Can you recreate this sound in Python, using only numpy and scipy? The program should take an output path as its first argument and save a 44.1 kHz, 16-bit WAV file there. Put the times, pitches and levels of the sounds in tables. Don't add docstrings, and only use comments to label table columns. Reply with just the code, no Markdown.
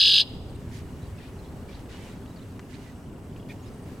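import sys
import numpy as np
from scipy import signal
from scipy.fft import rfft, irfft
from scipy.io import wavfile
from scipy.ndimage import uniform_filter1d

SR = 44100
rng = np.random.default_rng(int(sys.argv[2]) if len(sys.argv) > 2 else 0)


def waveform_to_disk(signal):
    frames = np.transpose(np.atleast_2d(signal))
    scaled = np.clip(frames, -1, 1) * 32767
    samples = np.round(scaled).astype(np.int16)
    wavfile.write(sys.argv[1], SR, samples)


def linear_from_db(decibels):
    return 10 ** (np.asarray(decibels, float) / 20)


N = 176400
LEAD_S = 0.3


def evened(x):
    return x / np.sqrt(np.mean(x ** 2) + 1e-20)


def read(points, hz):
    f, value = np.transpose(points)
    return np.interp(np.log(hz + 1), np.log(f + 1), value)


def add(mix, s, sound):
    at = round(s * SR)
    sound = sound[..., max(-at, 0):]
    part = mix[..., max(at, 0):][..., :sound.shape[-1]]
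    part += sound[..., :part.shape[-1]]


def panned(x, side_db):
    return x * linear_from_db(np.array([[side_db], [-side_db]]))


def resonate(x, hz, width_hz):
    turn = np.exp(2j * np.pi * hz * np.arange(x.shape[-1]) / SR)
    r = np.exp(-np.pi * width_hz / SR)
    return 2 * (turn * signal.lfilter([1 - r], [1, -r], x / turn)).real


def resonate_twice(x, hz, width_hz):
    return resonate(resonate(x, hz, width_hz), hz, width_hz)


def whistle(length_s, from_hz, to_hz, level_db, partials_db, bend, edge, rough):
    u = np.linspace(0, 1, max(round(length_s * SR), 8))
    glide_hz = to_hz + (from_hz - to_hz) * (1 - u) ** bend
    phase = 2 * np.pi * (np.cumsum(glide_hz) / SR + rng.random())
    noise = evened(uniform_filter1d(rng.standard_normal(2000), size=40))
    flutter = 1 + rough * noise[np.arange(len(u)) % 2000]
    shape = np.sin(np.pi / 2 * np.clip(np.minimum(u, 1 - u) / edge, 0, 1)) ** 2
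    tone = sum(linear_from_db(db) * np.cos((k + 1) * phase) for k, db in enumerate(partials_db))
    return linear_from_db(level_db) * shape * flutter * tone


# [t/s, effort/dB]
TRILL_FIGURES = [(-.0214, 0), (0.0, 0), (.0213, 0), (.0428, 0), (.0643, 0), (.0858, -.5), (.1073, -.5),
                 (.1288, -.5), (.15, 0), (.1702, -.5), (.1903, -.5), (.2088, -1.5), (.227, -99)]
# [start/share, length/share, from f/Hz, to f/Hz, level/dB]
WHISTLED_NOTES = [
    (.25, .2, 5150, 3500, -12),
    (.41, .13, 3300, 4200, -18),
    (.46, .175, 2420, 3900, -10.5),
    (.52, .14, 4300, 5000, -21),
    (.565, .29, 2650, 3000, -15),
    (.62, .17, 5850, 6100, -30),
    (.735, .19, 5550, 3400, -10.5),
]
# [start/share, length/share, from f/Hz, to f/Hz, level/dB]
REEDY_NOTE = (-.16, .54, 1605, 1670, -19)
REEDY_PARTIALS = [-21.5, -3, 0, -42]
WHISTLE_PARTIALS = [0, -33, -46.5]
# [f/Hz, level/dB]
THROAT_GAIN = [(1400, -8), (1600, 0), (1760, 0), (1980, -9), (2400, 0), (5350, 1), (5600, -4), (5900, 0)]
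# [f/Hz, level/dB per Hz]
BEAK_AIR = [(6300, 4.5), (8000, 0), (10100, 6.5), (12400, -19.5), (14500, -3.5)]


def trill():
    period_s, jitter_db, pitch_jitter = 0.0214, 0.9, 0.012
    close_s, close_db_per_s, rasp_db = 0.2125, -1600, -47.5
    first_s, first_db = TRILL_FIGURES[0]
    rows = [(first_s - k * period_s, first_db) for k in range(12, 0, -1)] + list(TRILL_FIGURES)
    notes = [(REEDY_NOTE, REEDY_PARTIALS)] + [(note, WHISTLE_PARTIALS) for note in WHISTLED_NOTES]
    out = np.zeros(SR)
    for (start, effort_db), (end, _) in zip(rows, rows[1:]):
        span = end - start
        for (at, share, from_hz, to_hz, db), partials in notes:
            pitch, force = rng.standard_normal(2)
            tune = 1 + pitch_jitter * pitch
            level_db = db + effort_db + jitter_db * force
            note = whistle(share * span, from_hz * tune, to_hz * tune, level_db, partials,
                           bend=1.8, edge=0.4, rough=0.12)
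            add(out, LEAD_S + start + at * span, note)
    hz = np.fft.rfftfreq(SR, 1 / SR)
    out = irfft(rfft(out) * linear_from_db(read(THROAT_GAIN, hz)))
    band = (hz > 6300) & (hz < 15100)
    air = evened(irfft(rfft(rng.standard_normal(SR)) * linear_from_db(read(BEAK_AIR, hz)) * band))
    push = np.sqrt(abs(uniform_filter1d(out ** 2, size=100)))
    out += linear_from_db(rasp_db) * air * push / np.sqrt(np.mean(push[:SR // 2] ** 2))
    t = np.arange(SR) / SR - LEAD_S
    return out * linear_from_db(close_db_per_s * np.maximum(t - close_s, 0))


# [delay t/s, left level/dB, right level/dB]
STONE_ECHOES = [
    (.003, -12.5, -13.5),
    (.0052, -12.5, -13),
    (.0078, -17, -11.5),
    (0.0131, -10, -19),
    (.017, -21.5, -14),
    (0.023, -28, -30.5),
]
# [f/Hz, level/dB]
BANK_COLOUR = [(2000, -3), (2600, 7), (3000, 3.5), (3600, 1.5), (4400, -1.5), (5000, 2), (5700, -10.5)]


def shore(x):
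    tail_db, t60_s = -28.5, 0.94
    taps = np.zeros((2, SR))
    at = np.arange(900, SR - 20, 20) + rng.integers(0, 20, (2, (SR - 901) // 20))
    np.put_along_axis(taps, at, rng.choice([-1., 1.], at.shape), 1)
    taps *= linear_from_db(-60 * np.arange(SR) / SR / t60_s)
    colour = linear_from_db(read(BANK_COLOUR, np.fft.rfftfreq(SR, 1 / SR)) + tail_db)
    taps = irfft(rfft(taps) * colour) / np.linalg.norm(taps[0])
    taps[:, 0] += 1
    for s, left_db, right_db in STONE_ECHOES:
        taps[:, round(s * SR)] += linear_from_db(np.array([left_db, right_db]))
    wet = signal.fftconvolve(x[None], taps, axes=1)[:, round(LEAD_S * SR):]
    return np.pad(wet, [(0, 0), (0, N - wet.shape[1])])


# [f/Hz, level/dB per Hz]
BED_SPECTRUM = [(12, -28.5), (20, -15.5), (85, 1.5), (246, -5), (537, -15.5), (888, -20), (3890, -35.5),
                (8040, -38.5), (15700, -45.5)]
# [f/Hz, share]
LIKENESS = [(30, .98), (60, .95), (130, .945), (290, .985), (480, .9), (950, .66), (1900, .47), (3800, .35),
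            (7500, .68), (9000, .8)]
# [t/s, level/dB]
LOW_SWELL = [(0, -48), (.2, -43), (.42, -38.5), (.8, -40), (1.099, -41.5), (1.35, -41.5), (1.55, -40.5),
             (1.8, -41.5), (2.3, -42.5), (2.9, -43.5), (3.3, -42), (4, -42.5)]
# [f/Hz, share]
LOW_SWELL_SHARE = [(60, 1.93), (300, 0.48), (1000, 0.1), (4000, 0.036)]
# [t/s, roar level/dB, hiss level/dB]
ROAR_HISS_SWELL = [(0, -3, 0), (.15, 2.5, 0.5), (0.401, 3, -2.5), (.65, -1.5, 0), (1.1, 0, 0.5),
                   (1.9, 2, 0), (2.399, -0.5, 0), (2.9, -1, -1), (3.101, 0, -2.5), (3.45, 2, -1.5),
                   (3.7, 2, -0.5), (4, 1, 0.5)]
# [f/Hz, share]
ROAR_SHARE = [(250, 0), (400, 1), (900, 1), (1400, 0)]
# [f/Hz, share]
HISS_SHARE = [(900, 0), (1800, 1)]


def wash():
    level_db, patch_db, flicker_db = -40.5, 0.8, 0.52
    frames, hz = N // 256 + 5, np.fft.rfftfreq(1024, 1 / SR)
    a, b, c, d, patches = rng.standard_normal((frames, 513, 5)).T
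    patches = evened(uniform_filter1d(uniform_filter1d(patches, size=12, axis=0), size=10, axis=1))
    flicker = evened(uniform_filter1d(rng.standard_normal(frames), size=4))
    t = np.arange(frames) * 256 / SR
    s, db = np.transpose(LOW_SWELL)
    swell_db = np.interp(t, s, db - db.mean())
    s, roar_db, hiss_db = np.transpose(ROAR_HISS_SWELL)
    gain_db = read(BED_SPECTRUM, hz)[:, None] + patch_db * patches + flicker_db * flicker
    gain_db += read(LOW_SWELL_SHARE, hz)[:, None] * swell_db
    gain_db += read(ROAR_SHARE, hz)[:, None] * np.interp(t, s, roar_db)
    gain_db += read(HISS_SHARE, hz)[:, None] * np.interp(t, s, hiss_db)
    same = np.clip(read(LIKENESS, hz), -1, 1)[:, None]
    left = a + 1j * b
    right = same * left + np.sqrt(1 - same ** 2) * (c + 1j * d)
    z = np.array([left, right]) * linear_from_db(gain_db)
    return linear_from_db(level_db) * evened(signal.istft(z, nperseg=1024, noverlap=768)[1][:, :N])


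# [f/Hz, width f/Hz, level/dB]
ENGINE_DRONES = [
    (83.4, 62, -51.5),
    (256.5, 43, -52),
    (395.8, 46, -56),
]


def drones():
    side_share = 0.13
    out = np.zeros((2, N))
    for hz, width_hz, db in ENGINE_DRONES:
        mid, side = rng.standard_normal((2, N))
        noise = mid + side_share * np.array([side, -side])
        out += linear_from_db(db) * evened(resonate_twice(noise, hz, width_hz))
    return out


def camera():
    ticks_per_s, first_s, tick_s = 29.97, 0.0225, 0.011
    tick_hz, spread_hz, tick_db, spread_db = 2850, 70, -65, 2.5
    whine_hz, width_hz, whine_db = 7900, 71, -74
    out = linear_from_db(whine_db) * evened(resonate(rng.standard_normal((2, N)), whine_hz, width_hz))
    for k, (pitch, force) in enumerate(rng.standard_normal((120, 2))):
        hz = tick_hz + spread_hz * pitch
        tick = whistle(tick_s, hz, hz, tick_db + spread_db * force, [0], bend=1, edge=0.13, rough=0.7)
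        add(out, first_s + k / ticks_per_s, panned(tick, 1.1))
    return out


# [t/s, length t/s, from f/Hz, to f/Hz, level/dB]
FAR_CHIRPS = [(0.483, 0.0236, 4970, 3990, -60.5), (.497, 0.017, 8700, 8500, -65),
              (0.548, .02, 8440, 8600, -64), (0.545, 0.018, 3600, 4160, -60.5),
              (0.588, 0.021, 8400, 8600, -69), (.775, 0.019, 8250, 8150, -61),
              (1.015, 0.032, 3790, 4170, -62), (1.387, 0.022, 4150, 4110, -61),
              (1.425, 0.029, 3320, 3990, -65), (1.478, .015, 3990, 4200, -63),
              (1.738, 0.014, 3600, 4100, -59), (1.75, .012, 4210, 3800, -57),
              (1.743, 0.016, 4520, 4560, -58), (1.917, 0.061, 2900, 2900, -57),
              (1.948, 0.14, 3050, 3010, -59.5), (2.274, 0.014, 3780, 3900, -63),
              (2.358, 0.024, 4910, 3950, -58), (2.416, 0.0187, 3900, 4170, -61.5),
              (2.425, 0.035, 3600, 2520, -66), (2.727, 0.026, 1900, 2644, -54.5),
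              (2.74, 0.02, 3680, 4800, -56), (2.801, 0.032, 2932, 2900, -61), (2.86, .05, 1976, 1940, -58),
              (2.834, .02, 2000, 1994, -61), (3.393, 0.021, 3310, 3350, -61),
              (3.621, 0.03, 6660, 6690, -62.5)]
# [t/s, length t/s, from f/Hz, to f/Hz, level/dB]
FAR_WARBLES = [(1.04, 0.039, 4130, 3580, -63), (1.045, .035, 4560, 4570, -70),
               (1.18, 0.017, 2754, 2500, -54), (1.205, .02, 2800, 2750, -63),
               (1.225, .045, 2350, 2600, -59), (1.275, 0.029, 2330, 2610, -62),
               (1.45, .022, 3340, 3410, -61), (1.445, .014, 4120, 4120, -63), (1.685, .02, 2300, 2360, -55),
               (1.7, 0.038, 3340, 3400, -63), (1.92, .016, 3770, 3800, -65), (1.99, .06, 2350, 2250, -61),
               (2.06, .035, 2900, 2750, -57), (2.1, .028, 3870, 3900, -60), (2.225, .016, 3290, 3340, -65),
               (2.298, 0.026, 3920, 3900, -63), (2.385, 0.012, 3750, 4020, -62),
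               (2.405, .016, 3640, 3600, -63)]
# [t/s, length t/s, from f/Hz, to f/Hz, level/dB]
THIN_PEEPS = [
    (3.595, .02, 5500, 5500, -65),
    (3.675, .02, 3800, 4400, -63),
    (3.66, .035, 5100, 5000, -64),
    (3.737, .014, 8700, 8800, -63),
    (3.82, .03, 8600, 8600, -66),
    (3.655, .02, 3700, 3800, -65),
    (3.775, .014, 8700, 8750, -67),
]


def distant_calls():
    out = np.zeros((2, N))
    for table in (FAR_CHIRPS, FAR_WARBLES, THIN_PEEPS):
        for s, length_s, from_hz, to_hz, db in table:
            call = whistle(length_s, from_hz, to_hz, db, [0], bend=0.93, edge=0.16, rough=0.61)
            add(out, s, panned(call, rng.uniform(-4.5, 2.3)))
    return out


# [peak t/s, peak level/dB, f/Hz]
WIND_BUMPS = [
    (.679, -27, 75),
    (.94, -30, 100),
    (.99, -34, 120),
    (1.035, -29, 90),
    (1.128, -30, 85),
    (1.75, -33, 60),
    (2.95, -33, 90),
]


def bumps():
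    cycles = 2.15
    out = np.zeros(N)
    for s, db, hz in WIND_BUMPS:
        u = np.linspace(0, 1, round(cycles * SR / hz))
        bump = np.sin(np.pi * u) ** 2 * np.sin(2 * np.pi * cycles * u)
        add(out, s - cycles / hz / 2, linear_from_db(db) * bump)
    return out


def lap(length_s, level_db, bright_hz, pan_db):
    pops_per_s, spread_db, low_hz, cycles = 4800, 0.5, 1288, 3
    n = round(length_s * SR)
    out, kinds_hz = np.zeros((2, n)), np.geomspace(low_hz, bright_hz, num=24)
    for hz in kinds_hz:
        u = np.linspace(0, 1, round(cycles * SR / hz))
        bubble = np.sin(np.pi * u ** 0.79) ** 2 * np.sin(2 * np.pi * cycles * (u + 0.36 * u ** 2))
        pops = rng.random((2, n)) < pops_per_s / SR / len(kinds_hz)
        pops = pops * linear_from_db(spread_db * rng.exponential(size=(2, n)))
        pops = pops + 0.22 * pops[::-1]
        out += linear_from_db(2.2 * rng.standard_normal()) * signal.oaconvolve(pops, bubble[None], axes=1)[:, :n]
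    shape = np.sin(np.pi * np.linspace(0, 1, n) ** 0.71) ** 0.83
    return panned(evened(out) * shape * linear_from_db(level_db), pan_db / 2)


# [t/s, length t/s, level/dB, brightness f/Hz, pan/dB]
SMALL_WAVES = [
    (0.71, 0.12, -51, 8500, -2.5),
    (1.168, 0.16, -56.5, 3830, 4),
    (1.672, 0.17, -55.5, 3970, -1),
    (1.885, 0.12, -50.5, 6000, -1.5),
    (1.956, 0.25, -53.5, 7350, -1),
    (2.69, 0.12, -55, 6950, -6),
    (2.782, 0.16, -58.5, 7100, -4),
    (3.482, 0.074, -56, 10000, -8),
    (3.63, 0.083, -60, 8760, -1.5),
    (3.86, 0.11, -59, 11600, 0.5),
]


def waves():
    out = np.zeros((2, N))
    for s, *row in SMALL_WAVES:
        add(out, s, lap(*row))
    return out


# [t/s, level/dB, centre f/Hz, width f/Hz]
DROP_CLICKS = [
    (1.202, -57, 1900, 400),
    (1.858, -58, 2000, 1500),
    (2.259, -58, 3000, 1300),
    (2.5925, -49, 900, 900),
    (2.5935, -52, 2000, 1200),
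    (2.5935, -57, 5000, 2500),
    (2.598, -54, 1700, 900),
    (3.362, -55, 2900, 900),
    (3.428, -62, 2900, 700),
]


def drops():
    out = np.zeros((2, N))
    k = np.arange(400)
    shape = np.minimum(k / 46, 1) * linear_from_db(-5000 * k / SR)
    for s, db, hz, width_hz in DROP_CLICKS:
        puff = rng.standard_normal(400) * shape
        add(out, s, panned(linear_from_db(db) * evened(resonate_twice(puff, hz, width_hz)), 0))
    return out


# [t/s, length t/s, level/dB]
CHUCK_CALL = (3.485, 0.046, -46)
# [f/Hz, width f/Hz, level/dB]
CHUCK_RESONANCES = [(2330, 380, 5), (1900, 400, -3), (2900, 550, -12), (3400, 250, -4)]


def chuck():
    out = np.zeros((2, N))
    s, length_s, db = CHUCK_CALL
    breath = rng.standard_normal(round(length_s * SR))
    voice = sum(linear_from_db(g) * resonate_twice(breath, hz, width_hz) for hz, width_hz, g in CHUCK_RESONANCES)
    shape = np.sin(np.pi * np.linspace(0, 1, len(voice)))
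    add(out, s, panned(linear_from_db(db) * evened(voice) * shape, 0))
    return out


def scene():
    bed = wash() + drones() + camera()
    events = distant_calls() + bumps() + waves() + drops() + chuck()
    return shore(trill()) + bed + events


def top_cut(x):
    return signal.sosfilt(signal.butter(12, 16130, fs=SR, output="sos"), x)


def record(dry):
    square_db, cube_db, overload_hz, side_top_hz = -21, -30, (6300, 15100), 9200
    bent = linear_from_db(square_db) * dry ** 2 + linear_from_db(cube_db) * dry ** 3
    x = dry + signal.sosfilt(signal.butter(8, overload_hz, "band", fs=SR, output="sos"), bent)
    side_filter = signal.butter(4, side_top_hz, fs=SR, output="sos")
    side = signal.sosfiltfilt(side_filter, (x[0] - x[1]) / 2)
    return top_cut(x.mean(0) + np.array([side, -side]))


dry = scene()
out = record(dry)
waveform_to_disk(out)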